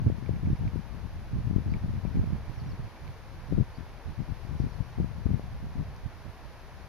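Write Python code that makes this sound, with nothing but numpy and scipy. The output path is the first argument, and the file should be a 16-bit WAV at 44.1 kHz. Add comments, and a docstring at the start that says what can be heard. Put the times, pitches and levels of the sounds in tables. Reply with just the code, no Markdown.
"""Gusts of wind thud and rumble on the two microphone ports of a small zoom camera in a reed bed.
Turbulent eddies sweep past each port as pressure pulses, so left and right are buffeted differently.
Behind them lie a steady far rush and the hiss of the reeds, both broadband noise. The lens drive
ticks softly in two short runs, ten steps a second, each ringing the barrel's modes. A dry stem
snaps twice, and a small distant bird whistles faintly, its song scattered by the reeds."""
import sys
import numpy as np
from scipy import signal
from scipy.fft import rfft, irfft, next_fast_len
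from scipy.io import wavfile
from scipy.ndimage import uniform_filter1d, map_coordinates

SR = 44100
rng = np.random.default_rng(int(sys.argv[2]) if len(sys.argv) > 2 else 0)


def unload_wav(signal):
    """Save mono or channel-first audio to the path in sys.argv[1] as 16-bit WAV at rate SR, clipped to [-1, 1]."""
    wavfile.write(
        sys.argv[1],
        SR,
        np.round(np.clip(np.atleast_2d(signal).T, -1, 1) * 32767).astype(np.int16),
    )


N = 303408


# spectrum of the wind's slow rumble: (frequency [Hz], relative density [dB])
RUMBLE_SPECTRUM = [(12, -36), (25, 2.5), (45, 2), (70, 4.5), (110, -3), (155, -9.5), (220, -23.5),
                   (310, -33.5), (500, -47), (1000, -86)]
# a port's response to small eddies: (frequency [Hz], gain [dB])
PORT_RESPONSE = [(25, -17.5), (65, -3), (110, 2), (180, 1), (300, -2), (500, -3.5), (1000, 11.5),
                 (3000, -28)]

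def buffeting():
    """Turbulent pressure at the ports: a slow rumble breaks into thudding eddies as the wind rises."""
    level_db = wind_level()
    eddy_share = 0.97 / (1 + np.exp(-(level_db + 36.5) / 5.0))
    eddies = np.array([eddy_train(port_db) for port_db in level_db])
    eddies = filtered(eddies, lambda hz: amp(along(PORT_RESPONSE, hz)))
    rumble = amp(0.67) * levelled(noise(RUMBLE_SPECTRUM), samples=1500)
    puffs = amp(2.0 * np.array([wobble(45), wobble(45)]))
    flutter = puffs * levelled(eddies, samples=1700)
    return amp(level_db) * (np.sqrt(1 - eddy_share) * rumble + np.sqrt(eddy_share) * flutter)


# the breeze between gusts: (time [s], left level [dB], right level [dB])
BREEZE_LEVELS = [(0.0, -37, -42), (0.25, -29.0, -44), (0.55, -36, -51.0), (0.9, -36.5, -47.0),
                 (1.25, -39, -39.5), (1.7, -37, -41.5), (2.05, -34, -45.5), (2.35, -41.0, -31),
                 (2.95, -47.5, -67), (3.45, -45, -39.5), (3.9, -47.0, -47.5), (4.4, -39.0, -47),
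                 (4.85, -37.5, -44), (5.12, -33, -45.5), (5.42, -34.5, -39.0), (5.9, -43.5, -41),
                 (6.35, -49.5, -47), (6.88, -46, -49)]
# short gusts: (start [s], hold [s], left level [dB], right level [dB])
GUST_EVENTS = [(0.007, 0.1, -26.5, -32), (0.063, 0.01, -22.5, -19.5), (0.301, 0.088, -30.5, -34),
               (0.437, 0.095, -27.5, -25.5), (0.598, 0.088, -27.5, -31.5), (0.728, 0.065, -27.5, -45),
               (1.319, 0.08, -34, -27.5), (1.454, 0.15, -27.5, -38.5), (1.668, 0.099, -26, -31),
               (1.821, 0.16, -29.5, -33.5), (2.052, 0.012, -21.5, -49.0), (2.15, 0.066, -26, -27.0),
               (2.241, 0.081, -40, -28.0), (2.482, 0.02, -49.0, -30.5), (2.575, 0.16, -35.5, -34.5),
               (2.792, 0.072, -41, -36), (3.016, 0.088, -45, -38.5), (3.518, 0.098, -21.5, -33.5),
               (3.785, 0.031, -32.5, -52), (4.061, 0.053, -44.0, -34.5), (4.185, 0.041, -28, -46),
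               (4.291, 0.026, -28, -51), (4.488, 0.064, -28.5, -42), (4.607, 0.053, -25.5, -33.0),
               (4.801, 0.0041, -25, -47), (4.985, 0.046, -23, -32), (5.263, 0.089, -23.0, -39),
               (5.631, 0.0075, -45, -31.5), (5.764, 0.048, -25, -36.0), (6.047, 0.0096, -54.0, -28.5),
               (6.256, 0.034, -59, -36)]

def wind_level():
    """Incoherent addition: gusts and a wavering breeze sum in power to each port's level in dB."""
    calm_db, swirl_db, swirl_per_s = -48, 3, 20
    attack_s, release_s = .016, .032
    t = np.arange(N) / SR
    times, *ports = np.transpose(BREEZE_LEVELS)
    breeze = amp([np.maximum(np.interp(t, times, db), calm_db) for db in ports])
    swirl = np.array([unit(amp(swirl_db * wobble(swirl_per_s))) for _ in ports])
    power = (breeze * swirl) ** 2
    for start, hold, left_db, right_db in GUST_EVENTS:
        swell = np.interp(t - start, [-attack_s, 0, hold, hold + release_s], [0, 1, 1, 0])
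        power += (amp([[left_db], [right_db]]) * swell) ** 2
    return 10 * np.log10(power)


def eddy_train(level_db, eddies_per_s=130.43, half_width_s=0.0024, scatter_db=3.8, count=1600):
    """Convection: stronger wind carries each eddy past sooner, so its pulse is shorter and brighter."""
    jitter, strength, girth, spin = rng.standard_normal((count, 4)).T
    arrivals = np.round((np.arange(count) + 0.351 * jitter) / eddies_per_s * SR).astype(int)
    wind_db = level_db[np.clip(arrivals, 0, N - 1)]
    passing_s = half_width_s * np.exp(0.26 * girth - (wind_db + 29.0) / 56)
    offsets = np.arange(-SR // 60, SR // 60)
    peaks = np.sign(spin) * amp(scatter_db * strength)
    pulses = peaks[:, None] * vortex(offsets / SR / passing_s[:, None])
    where = arrivals[:, None] + offsets
    inside = (where >= 0) & (where < N)
    return np.bincount(where[inside], pulses[inside], N)


def vortex(u):
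    """A passing eddy's bipolar pressure pulse: a push, then a pull; u in half-widths, peak 1."""
    return -16 / np.sqrt(27) * u / (1 + u * u) ** 2


# single strong eddies: (time [s], level at the louder port [dB], half-width [s], left minus right [dB])
STRONG_EDDIES = [(0.101, -15, 0.0012, 27), (0.293, -15.5, 0.0013, 26), (0.503, -15, 0.0021, -14),
                 (0.531, -14.5, 0.0029, 6), (0.76, -17.5, 0.0016, 25), (1.563, -9, 0.002, 27),
                 (1.584, -16, 0.0017, 23), (2.196, -13.5, 0.0025, -20), (3.525, -14.5, 0.0013, 22),
                 (3.58, -17, 0.0013, 23), (3.611, -14.5, 0.0017, 30), (4.602, -15.5, 0.0019, 20),
                 (4.807, -20, 0.0024, 28), (5.001, -15.5, 0.0015, 30), (5.265, -15, 0.0016, 31),
                 (5.396, -25.5, 0.0008, 26)]

def thumps(corner_hz=48):
    """High-pass overshoot: a strong eddy strikes mainly one port, whose bass roll-off swings it back."""
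    track, t = np.zeros((2, N)), np.arange(N) / SR
    for time, db, half_width, left_db in STRONG_EDDIES:
        pulse = amp(db - abs(left_db) / 2) * vortex((t - time) / half_width)
        track += panned(pulse, left_db)
    return signal.sosfilt(signal.butter(2, corner_hz, "high", fs=SR, output="sos"), track)


# spectrum of the open land's far rush: (frequency [Hz], relative density [dB])
RUSH_SPECTRUM = [(30, 0), (120, -3.5), (280, 1.5), (400, 1.5), (620, 1), (960, 1.5), (1250, -4), (1750, -5),
                 (2050, -8.5), (2400, -9.5), (2800, -14.5), (4500, -22), (7000, -23), (14000, -47)]

def far_rush(lag_s=1.3 / SR):
    """Coherent arrival: distant noise reaches both ports almost alike, the left a trace later."""
    gain = amp(-52.5 + 0.41 * wobble(1.31) + 0.21 * wobble(7))
    rush = gain * spread(noise(RUSH_SPECTRUM), side_db=-12.5)
    delays_s = np.array([[lag_s / 2], [-lag_s / 2]])
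    rush = filtered(rush, lambda hz: np.exp(-2j * np.pi * hz * delays_s))
    return panned(rush, left_db=0.84)


# spectrum of the reeds' hiss: (frequency [Hz], relative density [dB])
HISS_SPECTRUM = [(300, -2), (1000, 0.5), (2200, 6), (3200, 2), (4500, 3), (6000, -0.5), (7000, -4.5),
                 (9000, -4), (10500, -5), (12000, -7), (14000, -11.5), (15000, -22.5)]

def reed_hiss():
    """A diffuse field: hiss from all around is nearly uncorrelated between the ports."""
    gain = amp(-61.0 + 0.13 * wobble(2.1) + 0.27 * wobble(14))
    return panned(gain * spread(noise(HISS_SPECTRUM), side_db=-1.16), left_db=-0.2)


# runs of the lens drive: (start [s], duration [s], level [dB])
LENS_RUNS = [(0.261, .35, -53.5), (1.961, 1.05, -56)]
# harder clicks as the drive starts or stops: (time [s], level [dB], relative snap level [dB])
LENS_CLICKS = [(0.678, -49, -8), (1.739, -47.5, -14), (3.078, -47, -7)]

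def lens_drive(step_s=.1, ring_gain_db=-9.5, snap_gain_db=-3):
    """Impact excitation: each step rings the barrel near the right port; harder clicks add a snap."""
    track = np.zeros(N)
    for start, duration, db in LENS_RUNS:
        for time in np.arange(start, start + duration, step_s):
            add(track, time, amp(db + ring_gain_db) * barrel_ring())
    for time, db, snap_db in LENS_CLICKS:
        add(track, time, amp(db + ring_gain_db) * barrel_ring())
        add(track, time, amp(db + snap_db + snap_gain_db) * crack(band_hz=4400, t60=.014))
    return panned(track, left_db=-22.5)


# modes of the lens barrel: (frequency [Hz], relative level [dB], 60 dB decay time [s])
BARREL_MODES = [(2180, 1, .02), (2315, 3.5, 0.028), (2440, -13, 0.013)]

def barrel_ring(scatter_db=2.4):
    """Free vibration: a sum of damped modes, each struck a little differently every time."""
    t = np.arange(SR // 20) / SR
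    return sum(amp(db + rng.normal(0, scatter_db) - 60 * t / t60) * np.sin(2 * np.pi * hz * t)
               for hz, db, t60 in BARREL_MODES)


# dry stems breaking: (time [s], level [dB], band frequency [Hz])
STEM_SNAPS = [(0.590, -55, 12000), (5.963, -47.5, 5500)]

def stems():
    """Brittle fracture: a dry reed stem snaps with one brief crack."""
    track = np.zeros(N)
    for time, db, hz in STEM_SNAPS:
        add(track, time, amp(db) * crack(hz, t60=0.014))
    return panned(track, left_db=-1.0)


def crack(band_hz, t60):
    """A damped transient: exponentially decaying noise through a band-pass; peak 1."""
    t = np.arange(SR // 20) / SR
    band = signal.butter(1, [band_hz * 0.76, min(band_hz * 1.07, SR * .45)], "band", fs=SR)
    burst = signal.lfilter(*band, rng.standard_normal(len(t)) * amp(-60 * t / t60))
    return burst / np.abs(burst).max()


# contours of the bird's notes: (position in the note [0-1], pitch [Hz], relative level [dB])
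SLUR_CONTOUR = [(0, 5280, -11), (.12, 5900, -7), (.35, 5620, -7.5), (.62, 5400, -5.5), (.8, 4700, -3.5),
                (.92, 4340, 2), (1, 3900, -7)]
RISE_CONTOUR = [(0, 4300, -9), (.3, 4540, 0.5), (.65, 4670, -5), (.9, 4850, -2), (1, 4950, -10)]
PEEP_CONTOUR = [(0, 3830, -8), (.3, 3830, 0), (1, 3810, -6)]
# when each kind is sung: (start [s], duration [s], level [dB])
SLUR_NOTES = [(2.551, 0.06, -62), (2.658, 0.07, -62), (4.574, .06, -65), (4.688, 0.063, -66)]
RISE_NOTES = [(1.692, .05, -65.5), (3.741, 0.0395, -64)]
PEEP_NOTES = [(3.49, 0.117, -71.5)]

def bird():
    """Direct plus scattered sound: a buzzy rise and two falling slurs, twice, with a peep between."""
    song = whistles(SLUR_CONTOUR, SLUR_NOTES, trill_hz=90, depth_hz=45)
    song += whistles(RISE_CONTOUR, RISE_NOTES, trill_hz=122, depth_hz=190)
    song += whistles(PEEP_CONTOUR, PEEP_NOTES, trill_hz=30, depth_hz=8)
    return panned(song, left_db=1.5) + amp(-4.0) * reed_echo(song)


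def whistles(contour, notes, trill_hz, depth_hz):
    """Frequency modulation: pure tones follow a pitch contour with a fast quaver."""
    track = np.zeros(N)
    position, pitch, level = np.transpose(contour)
    for start, duration, db in notes:
        t = np.arange(int(duration * SR)) / SR
        hz = np.interp(t / duration, position, pitch) * rng.normal(1, 0.005)
        hz += depth_hz * np.sin(2 * np.pi * trill_hz * t)
        swell = amp(db + np.interp(t / duration, position, level)) * signal.windows.tukey(len(t), .15)
        add(track, start, np.sqrt(2) * swell * np.sin(2 * np.pi * np.cumsum(hz) / SR))
    return track


# reverberation of the reed bed: (frequency [Hz], 60 dB decay time [s])
REED_DECAY = [(500, .4), (4000, 0.4), (10000, .2)]

def reed_echo(x):
    """Multiple scattering: the reeds give a short diffuse tail whose treble dies first."""
    hz, t, spectra = signal.stft(rng.standard_normal((2, SR // 2)), SR, nperseg=256)
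    decay = amp(-60 * t / along(REED_DECAY, hz)[:, None])
    tail = signal.istft(spectra * decay, SR, nperseg=256)[1]
    return signal.fftconvolve(x[None], tail / np.linalg.norm(tail[0]), axes=1)[:, :N]


def amp(db):
    """Decibels to amplitude ratio."""
    return 10 ** (np.asarray(db) / 20)


def unit(x):
    """Normalisation to rms 1."""
    return x / np.sqrt(np.mean(x ** 2) + 1e-20)


def levelled(x, samples):
    """Envelope division: evens out swells longer than the given samples; rms 1."""
    power = uniform_filter1d(np.abs(signal.hilbert(unit(x))) ** 2, samples, axis=-1)
    return unit(x / np.sqrt(np.abs(power) + .05))


def along(points, hz):
    """Interpolation of (frequency [Hz], value) points on a log axis."""
    frequencies, values = np.transpose(points)
    return np.interp(np.log(hz + 1), np.log(frequencies + 1), values)


def wobble(rate):
    """Smooth random modulation, rate knots a second."""
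    return map_coordinates(rng.standard_normal(int(N * rate / SR) + 4), [np.arange(N) * rate / SR])


def filtered(x, response):
    """Linear filtering: the spectrum of x times a complex frequency response."""
    size = next_fast_len(N + SR // 2)
    return irfft(rfft(x, size) * response(np.fft.rfftfreq(size, 1 / SR)), size)[..., :N]


def noise(spectrum):
    """Spectral shaping of two independent noises; rms 1."""
    return unit(filtered(rng.standard_normal((2, N)), lambda hz: amp(along(spectrum, hz))))


def spread(pair, side_db):
    """Mid-side mixing: two independent noises form one stereo field."""
    mid, side = pair[0], amp(side_db) * pair[1]
    return unit(np.array([mid + side, mid - side]))


def panned(x, left_db):
    """Amplitude panning: louder on the left by left_db."""
    return x * amp([[left_db / 2], [-left_db / 2]])


def add(track, start_s, sound):
    """Superposition of a sound on a track."""
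    part = track[max(round(start_s * SR), 0):][:len(sound)]
    part += sound[:len(part)]


def scene():
    """Superposition of the wind at the ports and the small sounds behind it."""
    return buffeting() + thumps() + far_rush() + reed_hiss() + lens_drive() + stems() + bird()


def record(dry, notch_hz=7850, width_hz=3200, top_hz=15000):
    """The camera's frequency response: a broad treble notch and a steep band limit."""
    notch = lambda hz: (notch_hz ** 2 - hz ** 2) / (notch_hz ** 2 - hz ** 2 + 1j * hz * width_hz)
    return filtered(dry, lambda hz: notch(hz) * (hz < top_hz))


dry = scene()
out = record(dry)
unload_wav(out)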